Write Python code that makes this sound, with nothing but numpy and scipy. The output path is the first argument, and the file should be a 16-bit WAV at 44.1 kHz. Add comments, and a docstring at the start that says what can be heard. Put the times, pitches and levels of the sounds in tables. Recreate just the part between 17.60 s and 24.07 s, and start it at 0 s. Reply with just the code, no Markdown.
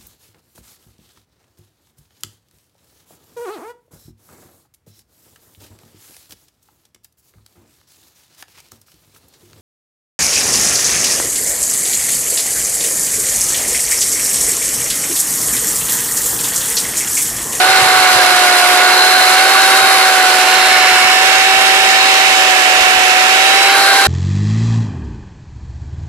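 """A loud, steady whine and rush: a corded electric chainsaw running free at full speed, very close, in a yard.
At about 375 rev/s the rotor hums, the cooling fan whistles and rushes, the pinion whines against the
drive wheel and the chain rattles round the bar. The microphone moves from bar (place 0) to motor
(place 1) and back, which sets the mix. Soft low bumps and one puff of air lie underneath."""
import sys
import numpy as np
from scipy import signal
from scipy.io import wavfile
from scipy.ndimage import uniform_filter1d, minimum_filter1d, map_coordinates

SR = 44100
rng = np.random.default_rng(int(sys.argv[2]) if len(sys.argv) > 2 else 0)


def int16_out(signal):
    """Quantize to a 16-bit WAV file."""
    q = np.round(np.clip(np.atleast_2d(signal).T, -1, 1) * 32767)
    wavfile.write(sys.argv[1], SR, q.astype(np.int16))


N = 285327
WHEEL_RATIO = .187  # drive wheel turns per motor turn


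def from_db(db):
    return 10 ** (np.asarray(db) / 20)


def rms_one(x):
    return x / np.sqrt(np.mean(x ** 2) + 1e-20)


def lookup(rows, x, axis=np.asarray):
    """Table columns at x, interpolated along the first column."""
    keys, *columns = np.transpose(rows)
    return [np.interp(axis(x), axis(keys), column) for column in columns]


def blend(place, at_bar, at_motor):
    return at_bar + place * (at_motor - at_bar)


def drift(rate_hz):
    """Smooth random curve, rms 1."""
    r = np.exp(-40 * np.pi * rate_hz / SR)
    slow = signal.lfilter([1], [1, -2 * r, r * r], rng.standard_normal(N // 20 + 3002))[3000:]
    return np.interp(np.arange(N) / 20, np.arange(len(slow)), rms_one(slow))


def swell(peak_s, half_s):
    return np.exp(-((np.arange(N) / SR - peak_s) / half_s) ** 2)


def pan(balance_db):
    """Constant-power stereo gains; positive is left."""
    ratio = np.atleast_1d(from_db(balance_db))
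    return np.array([ratio, np.ones_like(ratio)]) * np.sqrt(2 / (1 + ratio ** 2))


def bandpass(x, low_hz, high_hz, order=2):
    return signal.sosfilt(signal.butter(order, [low_hz, high_hz], "band", fs=SR, output="sos"), x)


def resonance(x, hz, width_hz, passes=1):
    """Two-pole band-pass, peak gain 1; each further pass narrows it."""
    r = np.exp(-np.pi * width_hz / SR)
    poles = [1, -2 * r * np.cos(2 * np.pi * hz / SR), r * r]
    for _ in range(passes):
        x = signal.lfilter(np.array([1, 0, -1]) * (1 - r * r) / 2, poles, x)
    return x


def knocks(cycles, scatter_db):
    """One click of random strength per cycle."""
    clicks = np.diff(np.floor(cycles), prepend=np.floor(cycles[0]))
    return clicks * from_db(scatter_db * rng.standard_normal(N))


def tone(turns, order, fade_db, wander_rad):
    """Motor order; log and ground reflections shift level and phase per channel as the saw moves."""
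    phase = 2 * np.pi * (order * turns + rng.random())
    channels = [from_db(fade_db * drift(3.5)) * np.sin(phase + wander_rad * drift(0.85))
                for _ in range(2)]
    return np.sqrt(2) * np.array(channels)


def motor(turns, place, octave_db, fan_db, fan_blades=10):
    """Rotor hum at twice shaft speed, its octave throbbing with the drive wheel, blade-rate whistle."""
    # weaker tones: multiple of shaft speed
    orders = [1, 3, 6, 8, 12, 14, 20, 22, 23]
    # per order: bar_db, motor_db, bar_pan_db, motor_pan_db
    overtones = [(-28, -32, 0.5, 2), (-32, -39, -4, -6), (-30, -28, -6, -11), (-32.5, -23, 6, -11),
                 (-30.5, -37, 1, -2), (-46, -47, -2, -2), (-37, -38, -4, -5), (-42, -47, -2, -2),
                 (-49, -55, -2, -2)]
    throb_db = 3.5 * (np.sin(2 * np.pi * WHEEL_RATIO * turns) + drift(27))
    hum = tone(turns, 2, fade_db=.15, wander_rad=.04)
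    snarl_turns = 0.0077 * drift(60)
    octave = rms_one(from_db(throb_db)) * tone(turns + snarl_turns, 4, fade_db=-1.0, wander_rad=0.24)
    whistle = tone(turns, fan_blades, fade_db=1.0, wander_rad=0.15)
    out = from_db(-14.5 - 1.7 * place) * hum * pan(-1.8 + place)
    out += from_db(octave_db) * octave * pan(-5.0)
    out += from_db(fan_db) * whistle * pan(6.8 + 3 * place)
    for order, (bar_db, motor_db, bar_pan_db, motor_pan_db) in zip(orders, overtones):
        overtone = tone(turns, order, fade_db=min(.6 * order, 1.5), wander_rad=.08 * order)
        level = from_db(blend(place, bar_db, motor_db))
        out += level * overtone * pan(blend(place, bar_pan_db, motor_pan_db))
    return out


def rush(turns, place):
    """Cooling air and sliding chain: broad noise whose treble throbs with the drive wheel."""
    # noise density: freq_hz, bar_db_per_hz, motor_db_per_hz, bar_pan_db, motor_pan_db
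    spectrum = [(40.0, -89, -69.5, 20, -56), (144, -73, -69, 1, 6), (327, -54.5, -56.5, 3, -4.5),
                (700, -48, -47.5, -3.5, -3.5), (1150, -45, -47.5, -5.5, -5),
                (1390, -42.5, -44.5, -15.5, -3), (2260, -48, -41, -4, -20), (3440, -53.5, -48.5, 11, -22),
                (4470, -52.5, -54, -5.5, 15), (6200, -56.5, -53.5, -3.5, -23), (8300, -57, -60, -0.7, -5.2),
                (11200.0, -57.5, -63.5, -7.5, -6.5), (13000.0, -62.5, -73, -2, -11),
                (14400.0, -67, -74, -1.5, -5.4)]
    # left-right correlation: freq_hz, at_bar, at_motor
    correlation = [(100, .1, .1), (280, .92, .85), (650, .92, .85), (1350, .75, .6), (2900, .2, .45),
                   (6000, 0, 0), (14000, 0, 0)]
    edges_hz = np.geomspace(25, 15000, 27)
    white = np.sqrt(SR / 2) * rng.standard_normal((2, 2, N))
    throb_db = 1.43 * np.sin(2 * np.pi * WHEEL_RATIO * turns) + 0.88 * drift(23)
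    out = 0
    for k, (low_hz, high_hz) in enumerate(zip(edges_hz, edges_hz[1:])):
        hz = np.sqrt(low_hz * high_hz)
        mid, side = bandpass(white[k % 2], low_hz, high_hz, order=3)
        alike = blend(place, *lookup(correlation, hz, axis=np.log))
        band = np.sqrt((1 + alike) / 2) * mid + np.sqrt((1 - alike) / 2) * side * [[1], [-1]]
        bar_db, motor_db, bar_pan_db, motor_pan_db = lookup(spectrum, hz, axis=np.log)
        uneven_db = 0.69 * drift(7.6) + throb_db * min(hz / 4000, 1)
        level = from_db(blend(place, bar_db, motor_db) + uneven_db)
        out += level * band * pan(blend(place, bar_pan_db, motor_pan_db))
    return out


def gear_whine(turns, gear_db, pinion_teeth=11):
    """The mesh swells once per wheel turn and beats twice per turn as the teeth cross their backlash."""
    wheel_turns = WHEEL_RATIO * turns
    swell_db = 2.0 * np.sin(2 * np.pi * wheel_turns)
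    beat_db = 9.5 * np.sin(4 * np.pi * wheel_turns + 3.2 * drift(29))
    load = np.clip((gear_db + 36) / 11, .3, 1)  # a harder mesh chatters more
    force = from_db(load * (swell_db + beat_db + 1.5 * drift(110)))
    force /= np.sqrt(uniform_filter1d(force ** 2, size=8000))
    whine = tone(turns, pinion_teeth, fade_db=.3, wander_rad=.2)
    return from_db(gear_db + 1.5) * force * whine * pan(1.4)


def tooth_clash(turns, gear_db):
    """Gear teeth clash once per wheel turn, again on the rebound, and ring briefly."""
    wheel_turns = WHEEL_RATIO * turns + .12 * drift(60)
    accent = from_db(3.8 * np.cos(2 * np.pi * wheel_turns))
    clashes = accent * knocks(2 * wheel_turns, scatter_db=7.5)
    ring = resonance(clashes, hz=4090, width_hz=240, passes=2)
    return from_db(gear_db - 3) * rms_one(ring) * pan(2.3)


def chain_rattle(turns, rattle_db, sprocket_teeth=6, contact_hz=4560):
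    """Links land on the sprocket and ring the bar, harder as the slack chain whips; oil dulls the hits."""
    # bar and chain modes: freq_hz, width_hz, relative_db
    bar_modes = [(1140, 50, -1.5), (1456, 37, 1.5), (1600, 71, 1.5), (2100, 140, 1), (2680, 130, -5)]
    wheel_turns = WHEEL_RATIO * turns
    links = sprocket_teeth * wheel_turns + .2 * drift(150)
    whip = from_db(3.0 * (drift(13) + np.sin(2 * np.pi * wheel_turns)))
    rings = 0
    for hz, width_hz, relative_db in bar_modes:
        landings = whip * knocks(links, scatter_db=4.5)
        rings += from_db(relative_db) * rms_one(resonance(landings, hz, width_hz))
    oiled = signal.sosfilt(signal.butter(2, contact_hz, fs=SR, output="sos"), rings)
    return from_db(rattle_db) * rms_one(oiled) * pan(-8.0)


def housing(turns, place, level_db, rasp_db=5.0, focus_db=4.5):
    """Rotor-chopped air sounds the vent cavities; near the motor the higher ones face the microphone."""
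    # cavity modes: freq_hz, nominal_width_hz, relative_db
    cavities = [(1790, 72, 1.5), (2113, 92, -9), (2226, 92, 1.5), (2720, 190, 3.5), (3008, 35, -3.5),
                (5190, 370, -2)]
    air = rng.standard_normal((2, N)) * from_db(rasp_db * np.sin(2 * np.pi * turns))
    facing_hz = 1500 + 1300 * place
    out = 0
    for hz, nominal_width_hz, relative_db in cavities:
        facing = np.exp(-(np.log(hz / facing_hz) / 0.12) ** 2)
        cavity = rms_one(resonance(air, hz, 1.26 * nominal_width_hz, passes=2))
        out += from_db(relative_db + focus_db * facing) * cavity
    return from_db(level_db) * rms_one(out) * pan(-6.5)


def link_sizzle(turns, place, throb_db=0.5):
    """Links sliding in the groove excite high steel modes, in time with the drive wheel."""
    # steel modes: freq_hz, pass_width_hz, bar_db, motor_db
    steel_modes = [(4700, 240, -26, -39), (7620, 720, -33.5, -29.5), (10930, 850, -27, -52),
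                   (12300, 900, -42, -33)]
    rub = rng.standard_normal((2, N)) * from_db(throb_db * np.sin(2 * np.pi * WHEEL_RATIO * turns))
    out = 0
    for hz, width_hz, bar_db, motor_db in steel_modes:
        ring = rms_one(resonance(rub, hz, width_hz, passes=2))
        out += from_db(blend(place, bar_db, motor_db)) * ring
    return out * pan(-2.0)


def low_bumps(length_s=0.053, rumble_db=-53.5):
    """Soft bumps over a faint, lumpy rumble, mostly on the right."""
    # bumps: start_s, nominal_db
    bumps = [(0.069, -45), (0.538, -32), (1.074, -45), (1.482, -47), (1.708, -38), (2.205, -37),
             (2.356, -40), (2.948, -34), (3.037, -43), (3.31, -42), (3.428, -38), (3.611, -40),
             (3.761, -40), (3.954, -37), (4.176, -44), (4.658, -37), (5.196, -36), (5.343, -32),
             (6.152, -44)]
    level = from_db(rumble_db + 5 * drift(5.9))
    for start_s, nominal_db in bumps:
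        progress = np.clip((np.arange(N) / SR - start_s) / length_s, 0, 1)
        level += from_db(nominal_db + 0.5) * np.sin(np.pi * progress) ** 2
    rumble = bandpass(rng.standard_normal((2, N)), low_hz=30, high_hz=170)
    return level * rms_one(rumble) * pan(-16.0)


def gust(level_db=-37, flutter_db=4):
    """A puff of air flutters on the microphone ports."""
    air = bandpass(rng.standard_normal((2, N)), low_hz=80, high_hz=174)
    flutter = rms_one(air * from_db(flutter_db * drift(16)))
    return from_db(level_db) * swell(peak_s=0.34, half_s=0.37) * flutter * pan(-7.0)


def scene():
    """One shaft drives every part of the saw; microphone place sets the mix and the left-channel lag."""
    # motor speed: time_s, speed_rps
    speed_curve = [(0.0, 367.0), (0.11, 379.7), (0.27, 373.9), (0.99, 362.4), (1.22, 365.9), (1.55, 373.1),
                   (1.69, 370.7), (1.93, 383.5), (2.29, 381.9), (2.7, 370.4), (3.04, 375.3), (3.42, 370.3),
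                   (3.62, 378.4), (4.03, 382.5), (4.38, 380.7), (4.42, 382.3), (4.65, 381.4), (5.01, 372.1),
                   (5.21, 373.4), (5.57, 371.8), (6.05, 391.4), (6.47, 391.9)]
    # microphone path: time_s, place
    path = [(0, 0.078), (1.5, 0.11), (2.35, 0.035), (2.9, 0.35), (3.3, 0.47), (3.7, 0.77), (5.0, 0.9),
            (5.8, 0.91), (6.0, 0.73), (6.2, 0.14), (6.47, .17)]
    # mix along the saw: place, octave_db, gear_db, rattle_db, housing_db, left_lag_s
    mix = [(0, -20.5, -22, -10.5, -22, -.00007), (.25, -17.5, -28, -20.5, -22, -.00005),
           (.45, -25.5, -24.5, -13, -12, .00005), (.75, -29, -29, -23.5, -14.5, .00014),
           (1, -36, -35, -48, -18, .0002)]
    # gear whine swelling to a screech: peak_s, half_s, rise_db
    screeches = [(.55, .45, 2), (1.5, 0.27, 8), (3.1, .15, 2.5), (4.5, .12, 8), (6.3, 0.13, 4.5)]
    samples = np.arange(N)
    speed_rps, = lookup(speed_curve, samples / SR)
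    place, = lookup(path, samples / SR)
    octave_db, gear_db, rattle_db, housing_db, left_lag_s = lookup(mix, place)
    gear_db += sum(rise_db * swell(peak_s, half_s) for peak_s, half_s, rise_db in screeches)
    rattle_db += 0.06 * (speed_rps - speed_rps.mean())
    fan_db = np.minimum(-26 + .6 * (speed_rps - 375), -19.5)
    chain_drag = .0019 * drift(30)
    turns = np.cumsum(speed_rps * (1 + chain_drag)) / SR
    saw = motor(turns, place, octave_db, fan_db)
    saw += gear_whine(turns, gear_db) + tooth_clash(turns, gear_db)
    saw += chain_rattle(turns, rattle_db) + link_sizzle(turns, place)
    saw += housing(turns, place, housing_db) + rush(turns, place)
    left = map_coordinates(saw[0], [samples - left_lag_s * SR], order=3, mode="mirror")
    return np.array([left, saw[1]])


def record(dry):
    """Fast limiter and low cut on the saw; bumps and gust join before the high cut."""
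    ceiling, low_cut_hz, high_cut_hz = .95, 180, 14500
    gain = np.minimum(1, ceiling / (np.abs(dry) + 1e-9))
    gain = uniform_filter1d(minimum_filter1d(gain, size=25, axis=1), size=25, axis=1)
    saw = signal.sosfiltfilt(signal.butter(3, low_cut_hz, "high", fs=SR, output="sos"), gain * dry)
    out = saw + low_bumps() + gust()
    return signal.sosfilt(signal.ellip(12, .1, 70, high_cut_hz, fs=SR, output="sos"), out)


dry = scene()
out = record(dry)
int16_out(out)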